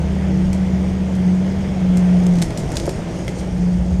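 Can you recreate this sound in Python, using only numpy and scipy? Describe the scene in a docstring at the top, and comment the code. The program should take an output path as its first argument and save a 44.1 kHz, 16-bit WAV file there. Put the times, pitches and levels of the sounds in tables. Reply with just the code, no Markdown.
"""Off-road vehicle on a woodland trail

Heard from just behind the bonnet, the engine booms under load, eases for a second and pulls again;
its partials are harmonics of one engine cycle. A second engine drones lower, beside two faint tones.
The tyres roll over dirt and leaves as shaped noise, and twigs snap under them in decaying bursts.
The body knocks and a branch clacks against it, each ringing in its own damped modes."""
import sys
import numpy as np
from scipy import signal
from scipy.fft import rfft, irfft, next_fast_len
from scipy.io import wavfile
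from scipy.ndimage import uniform_filter1d, map_coordinates

SR = 44100
rng = np.random.default_rng(int(sys.argv[2]) if len(sys.argv) > 2 else 0)


def materialize(psi):
    """Save the field psi as 16-bit PCM at rate SR to the path in sys.argv[1].

    A 1-D psi becomes a single channel; in a 2-D psi each row is a channel.
    """
    bounded = np.clip(np.atleast_2d(psi).T, -1, 1)
    quanta = np.round(bounded * 32767).astype(np.int16)
    wavfile.write(sys.argv[1], SR, quanta)


N = 176400
T = np.arange(N) / SR

# Engine boom, at twice the firing rate: time_s, pitch_hz, level_db
BOOM = [(0, 189.8, -25.5), (.15, 190.7, -22), (.47, 184, -15), (.53, 188.9, -19.5), (.66, 185.7, -15),
        (1.08, 188.4, -22), (1.27, 181.4, -13), (1.58, 191.7, -21.5), (1.75, 189.4, -22.5),
        (1.83, 183, -16.5), (1.95, 181.1, -12.5), (2.27, 180.1, -13.5), (2.42, 171.8, -16),
        (2.46, 167.9, -26), (2.7, 165.3, -35.5), (3.1, 177.6, -30.5), (3.45, 184.1, -28),
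        (3.54, 180.9, -23), (3.63, 178.7, -16.5), (4, 180.9, -21.5)]
# Weaker harmonics of the engine cycle: order, level_db
ENGINE_ORDERS = [(3, -44), (6, -37), (7, -43.5), (8, -38), (9, -36.5), (10, -41), (11, -35), (13, -40.5),
                 (14, -42.5), (21, -48), (24, -51)]
# Low orders that throb as the engine pulls again: time_s, fourth_db, fifth_db
THROB = [(0, -51, -54), (3.15, -48.5, -47), (3.4, -29, -44), (3.65, -32.5, -43), (3.8, -22, -28),
         (3.88, -27, -29), (4, -22, -19)]
# Second engine's firing note, wandering drone and whine: time_s, pitch_hz, level_db
SECOND_ENGINE = [(0, 72.7, -22), (.35, 75, -24), (1.05, 76.04, -25.5), (1.3, 82.8, -30.5),
                 (1.48, 82.2, -30.5), (1.72, 73.8, -30), (2.25, 69, -30), (2.5, 55.8, -57),
                 (2.8, 55.9, -29), (3, 56.12, -43), (4, 60.2, -46)]
DRONE_TONE = [(0, 159, -22.5), (.9, 146.9, -49), (1.5, 149.8, -39), (2.2, 165.4, -44.5), (3, 163.1, -39),
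              (3.4, 157.5, -37), (3.7, 147.3, -43), (4, 145, -46)]
WHINE_TONE = [(0, 333, -42.5), (.5, 326, -38), (1.05, 328.7, -40), (1.3, 321, -38.5), (1.6, 332.4, -43),
              (2.2, 331.6, -43.5), (3.2, 331.1, -37.5), (4, 323.1, -54)]
# Noise envelopes: time_s, level_db
BAY_ENVELOPE = [(0, -39), (.9, -40), (1.45, -39.5), (1.65, -38), (2.4, -39), (3.1, -39.5), (3.5, -42),
                (4, -44)]
RUMBLE_ENVELOPE = [(0, -29.5), (1, -27), (2.1, -32.5), (2.5, -24.5), (3.1, -31), (3.6, -31.5), (4, -33)]
TREAD_ENVELOPE = [(0, -31), (.9, -32), (1.6, -31), (2.3, -29), (2.85, -29), (3.35, -31.5), (3.8, -33.5),
                  (4, -33.5)]
LEAF_ENVELOPE = [(0, -49.5), (1.9, -50.5), (2.3, -45.5), (2.65, -46.5), (2.8, -41.5), (3.08, -48.5),
                 (3.2, -46), (3.33, -47), (3.39, -43), (3.47, -49), (4, -49)]
# Spectral densities: frequency_hz, relative_db
BAY_SPECTRUM = [(500, 3.5), (1000, 0.5), (1600, 0.5), (2150, 2.5), (2600, -3.5), (3300, -3), (3900, -12.5),
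                (5200, -11.5), (8000, -30), (15000, -35)]
RUMBLE_SPECTRUM = [(15, -5), (30, -4), (55, 1), (75, -1.5), (110, 0.5), (180, 3.5), (260, -11), (500, -59)]
TREAD_SPECTRUM = [(120, -18), (230, -0.5), (380, -1), (500, -3), (650, -4.5), (760, -9.5), (900, -11),
                  (1080, -21.5), (1600, -28), (4000, -78)]
LEAF_SPECTRUM = [(1500, -12.5), (4000, -1.5), (5200, 2), (6800, 3.5), (7600, -5.5), (8500, -0.5),
                 (9600, -10.5), (11000, -11.5), (12500, -26), (15500, -38.5)]
GRIT_SPECTRUM = [(1500, -23), (5000, 1), (8500, -0.5), (10000, -9.5), (13000, -14), (15500, -29.5)]
CRACK_SPECTRUM = [(300, -9), (1000, 0), (2100, 8.5), (2800, 1.5), (4200, 2), (5800, 2), (8800, 0),
                  (10500, -6), (12500, -12), (15500, -22)]
# Twig fractures: start_s, level_db, centre_hz, ring_relative_db
TWIG_SNAPS = [(.5305, -28, 7803, -11), (1.152, -49, 8000, 3), (1.9715, -30, 7600, -6.5),
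              (2.2667, -25, 7000, -27.5), (2.355, -33.5, 5000, -14), (2.386, -30.5, 4910, -12),
              (2.4181, -22.5, 6800, -23), (2.423, -15.5, 7230, -14.5), (2.5057, -27.5, 4020, -19.5),
              (2.5745, -26, 7100, -5.5), (2.718, -30, 7900, -12), (2.756, -30, 6560, -9),
              (2.769, -15.5, 4280, -33), (2.7717, -23.5, 5000, -10), (2.799, -25.5, 5540, -15),
              (2.857, -31, 7500, -25), (2.866, -27.5, 8450, -22), (2.893, -27.5, 7500, -10),
              (3.2798, -30, 6400, -8), (3.386, -45.5, 5970, 4)]
# Impacts: start_s, level_db
BODY_KNOCKS = [(2.2657, -16), (2.422, -30), (2.835, -19), (2.8778, -7.5), (3.28, -19), (3.917, -24)]
BRANCH_CLACKS = [(3.2797, -18), (3.2865, -34), (3.293, -28)]
# Normal modes: frequency_hz, relative_db, t60_s
BODY_MODES = [(371.4, -7.5, 0.13), (427, -2.5, 0.041), (552, -2, 0.043), (644, -5.5, 0.026),
              (1260, -13, 0.016)]
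BRANCH_MODES = [(1790, -12, .016), (2085, -2, 0.025), (3247, -4.5, .013), (4220, -11, .012)]


def amp(db):
    return 10 ** (np.asarray(db) / 20)


def unit_rms(x):
    return x / np.sqrt(np.mean(x ** 2) + 1e-20)


def gain_at(spectrum, hz):
    """Amplitude gain, interpolated in decibels on a log frequency axis."""
    knots_hz, db = np.transpose(spectrum)
    return amp(np.interp(np.log(hz + 1), np.log(knots_hz + 1), db))


def curves(rows):
    """One value per sample for each column after the time."""
    time_s, *columns = np.transpose(rows)
    return [np.interp(T, time_s, column) for column in columns]


def wobble(knots_per_s):
    """A smooth random curve."""
    return map_coordinates(rng.standard_normal(2048), [T * knots_per_s], mode="wrap")


def filtered(x, response):
    """Filtering multiplies the spectrum by a frequency response."""
    size = next_fast_len(len(x) + 8192)
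    return irfft(rfft(x, size) * response(np.fft.rfftfreq(size, 1 / SR)), size)[:len(x)]


def coloured(x, spectrum):
    """Spectral shaping, scaled to rms 1."""
    return unit_rms(filtered(x, lambda hz: gain_at(spectrum, hz)))


def rush(spectrum, patchy_db):
    """Coloured noise of rms 1, its gain varying in patches of time and frequency."""
    cells = signal.stft(rng.standard_normal(N), nperseg=512)[2]
    patches = uniform_filter1d(rng.standard_normal(cells.shape), size=6, axis=0)
    patches = unit_rms(uniform_filter1d(patches, size=12, axis=1))
    noise = signal.istft(cells * amp(patchy_db * patches), nperseg=512)[1][:N]
    return coloured(noise, spectrum)


def phase_of(hz):
    """Phase is the time integral of frequency."""
    return 2 * np.pi * np.cumsum(hz) / SR


def partial(phase, db, flutter_db, drift_rad, knots_per_s):
    """A sinusoid of rms level db, randomly modulated in amplitude and phase."""
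    peak = np.sqrt(2) * amp(db + flutter_db * wobble(knots_per_s))
    return peak * np.sin(phase + drift_rad * wobble(knots_per_s) + 2 * np.pi * rng.random())


def add(track, start_s, sound):
    part = track[max(round(start_s * SR), 0):][:len(sound)]
    part += sound[:len(part)]


def impacts(blows, modes, attack_s):
    """Modal superposition: each blow excites damped sinusoids in slightly different proportions."""
    out, t = np.zeros(N), T[:SR // 4]
    for start_s, db in blows:
        ring = sum(amp(mode_db + rng.standard_normal() - 60 * t / t60_s) * np.sin(2 * np.pi * hz * t)
                   for hz, mode_db, t60_s in modes)
        add(out, start_s, amp(db) * ring * (1 - np.exp(-t / attack_s)))
    return out


def engine():
    """One crank drives a harmonic series; the firings modulate the hiss of the engine bay."""
    boom_hz, boom_db = curves(BOOM)
    boom_phase = phase_of(boom_hz)
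    cycle_phase = boom_phase / 12  # the boom is the twelfth order
    boom = partial(boom_phase, boom_db, flutter_db=1.07, drift_rad=0.05, knots_per_s=18)
    load_db = 0.14 * (boom_db - boom_db.mean())  # weaker orders share part of the boom's swell
    orders = sum(partial(order * cycle_phase, db + load_db, flutter_db=1.5, drift_rad=0.31, knots_per_s=7)
                 for order, db in ENGINE_ORDERS)
    throb = sum(partial(order * cycle_phase, db, flutter_db=4.5, drift_rad=0.11, knots_per_s=32)
                for order, db in zip((4, 5), curves(THROB)))
    hiss_db, = curves(BAY_ENVELOPE)
    firing_db = 0.77 * np.sin(boom_phase / 2)
    hiss = rush(BAY_SPECTRUM, patchy_db=1.0) * amp(hiss_db + firing_db + 0.39 * wobble(15))
    return boom + orders + throb + hiss


def second_engine():
    """Periodic firing radiates a low tone at the firing rate."""
    hz, db = curves(SECOND_ENGINE)
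    return partial(phase_of(hz), db, flutter_db=0.5, drift_rad=0.08, knots_per_s=12)


def tyres():
    """Rolling contact makes broadband noise: ground rumble and the lumpy roar of tread on dirt."""
    rumble_db, = curves(RUMBLE_ENVELOPE)
    tread_db, = curves(TREAD_ENVELOPE)
    rumble = amp(rumble_db + 1.2 * wobble(9.8)) * rush(RUMBLE_SPECTRUM, patchy_db=2.7)
    tread = amp(tread_db + 0.94 * wobble(60)) * rush(TREAD_SPECTRUM, patchy_db=0.2)
    return rumble + tread


def body_knocks():
    """Cushioned bumps of the suspension excite the hollow modes of the body."""
    return impacts(BODY_KNOCKS, BODY_MODES, attack_s=0.0012)


def branch_clacks():
    """A dry branch strikes the vehicle and rebounds, vibrating freely after each contact."""
    return impacts(BRANCH_CLACKS, BRANCH_MODES, attack_s=0.0002)


def twigs(crack_t60_s=0.011, ring_t60_s=0.16):
    """Brittle fracture gives a sharp crack and a splintering ring; thick twigs sound lower."""
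    out, t = np.zeros(N), T[:SR // 4]
    for start_s, db, centre_hz, ring_db in TWIG_SNAPS:
        def response(hz):
            octaves = np.log2((hz + 1) / centre_hz)
            return gain_at(CRACK_SPECTRUM, hz) * (0.73 + np.exp(-octaves ** 2))

        burst = unit_rms(filtered(rng.standard_normal(len(t)), response))
        splinter_db = 2.5 * map_coordinates(rng.standard_normal(512), [t * 350], mode="wrap")
        crack = amp(-60 * t / crack_t60_s)
        ring = unit_rms(amp(splinter_db)) * amp(ring_db - 60 * t / ring_t60_s)
        add(out, start_s, amp(db) * burst * (crack + ring))
    return out


def leaf_litter(ticks_per_s=550):
    """Crushed leaves hiss; grit adds shot noise that stands out more as the hiss grows."""
    leaf_db, = curves(LEAF_ENVELOPE)
    ticks = (rng.random(N) < ticks_per_s / SR) * rng.choice([-1, 1], N)
    tick_db = 9 * np.clip(rng.standard_normal(N), -2, 2)
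    grit_db = leaf_db.mean() - 9.5 + 1.1 * (leaf_db - leaf_db.mean())
    grit = amp(grit_db) * coloured(ticks * amp(tick_db), GRIT_SPECTRUM)
    leaves = amp(leaf_db + 0.46 * wobble(18)) * rush(LEAF_SPECTRUM, patchy_db=1.84)
    return leaves + grit


def faint_tones():
    """Slow modulation makes a drone and a thin whine wander in pitch and level."""
    drone_hz, drone_db = curves(DRONE_TONE)
    whine_hz, whine_db = curves(WHINE_TONE)
    drone = partial(phase_of(drone_hz), drone_db, flutter_db=3.0, drift_rad=0.26, knots_per_s=6.6)
    whine = partial(phase_of(whine_hz), whine_db, flutter_db=3.5, drift_rad=0.8, knots_per_s=11)
    return drone + whine


def scene():
    """Sound pressures superpose at one listening point."""
    hum = engine() + second_engine() + faint_tones()
    return (hum + tyres() + leaf_litter() + twigs() + branch_clacks() + body_knocks())[None]


def record(dry):
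    """An ideal low-pass filter removes the highest treble."""
    return np.array([filtered(x, lambda hz: hz < 15400) for x in dry])


dry = scene()
out = record(dry)
materialize(out)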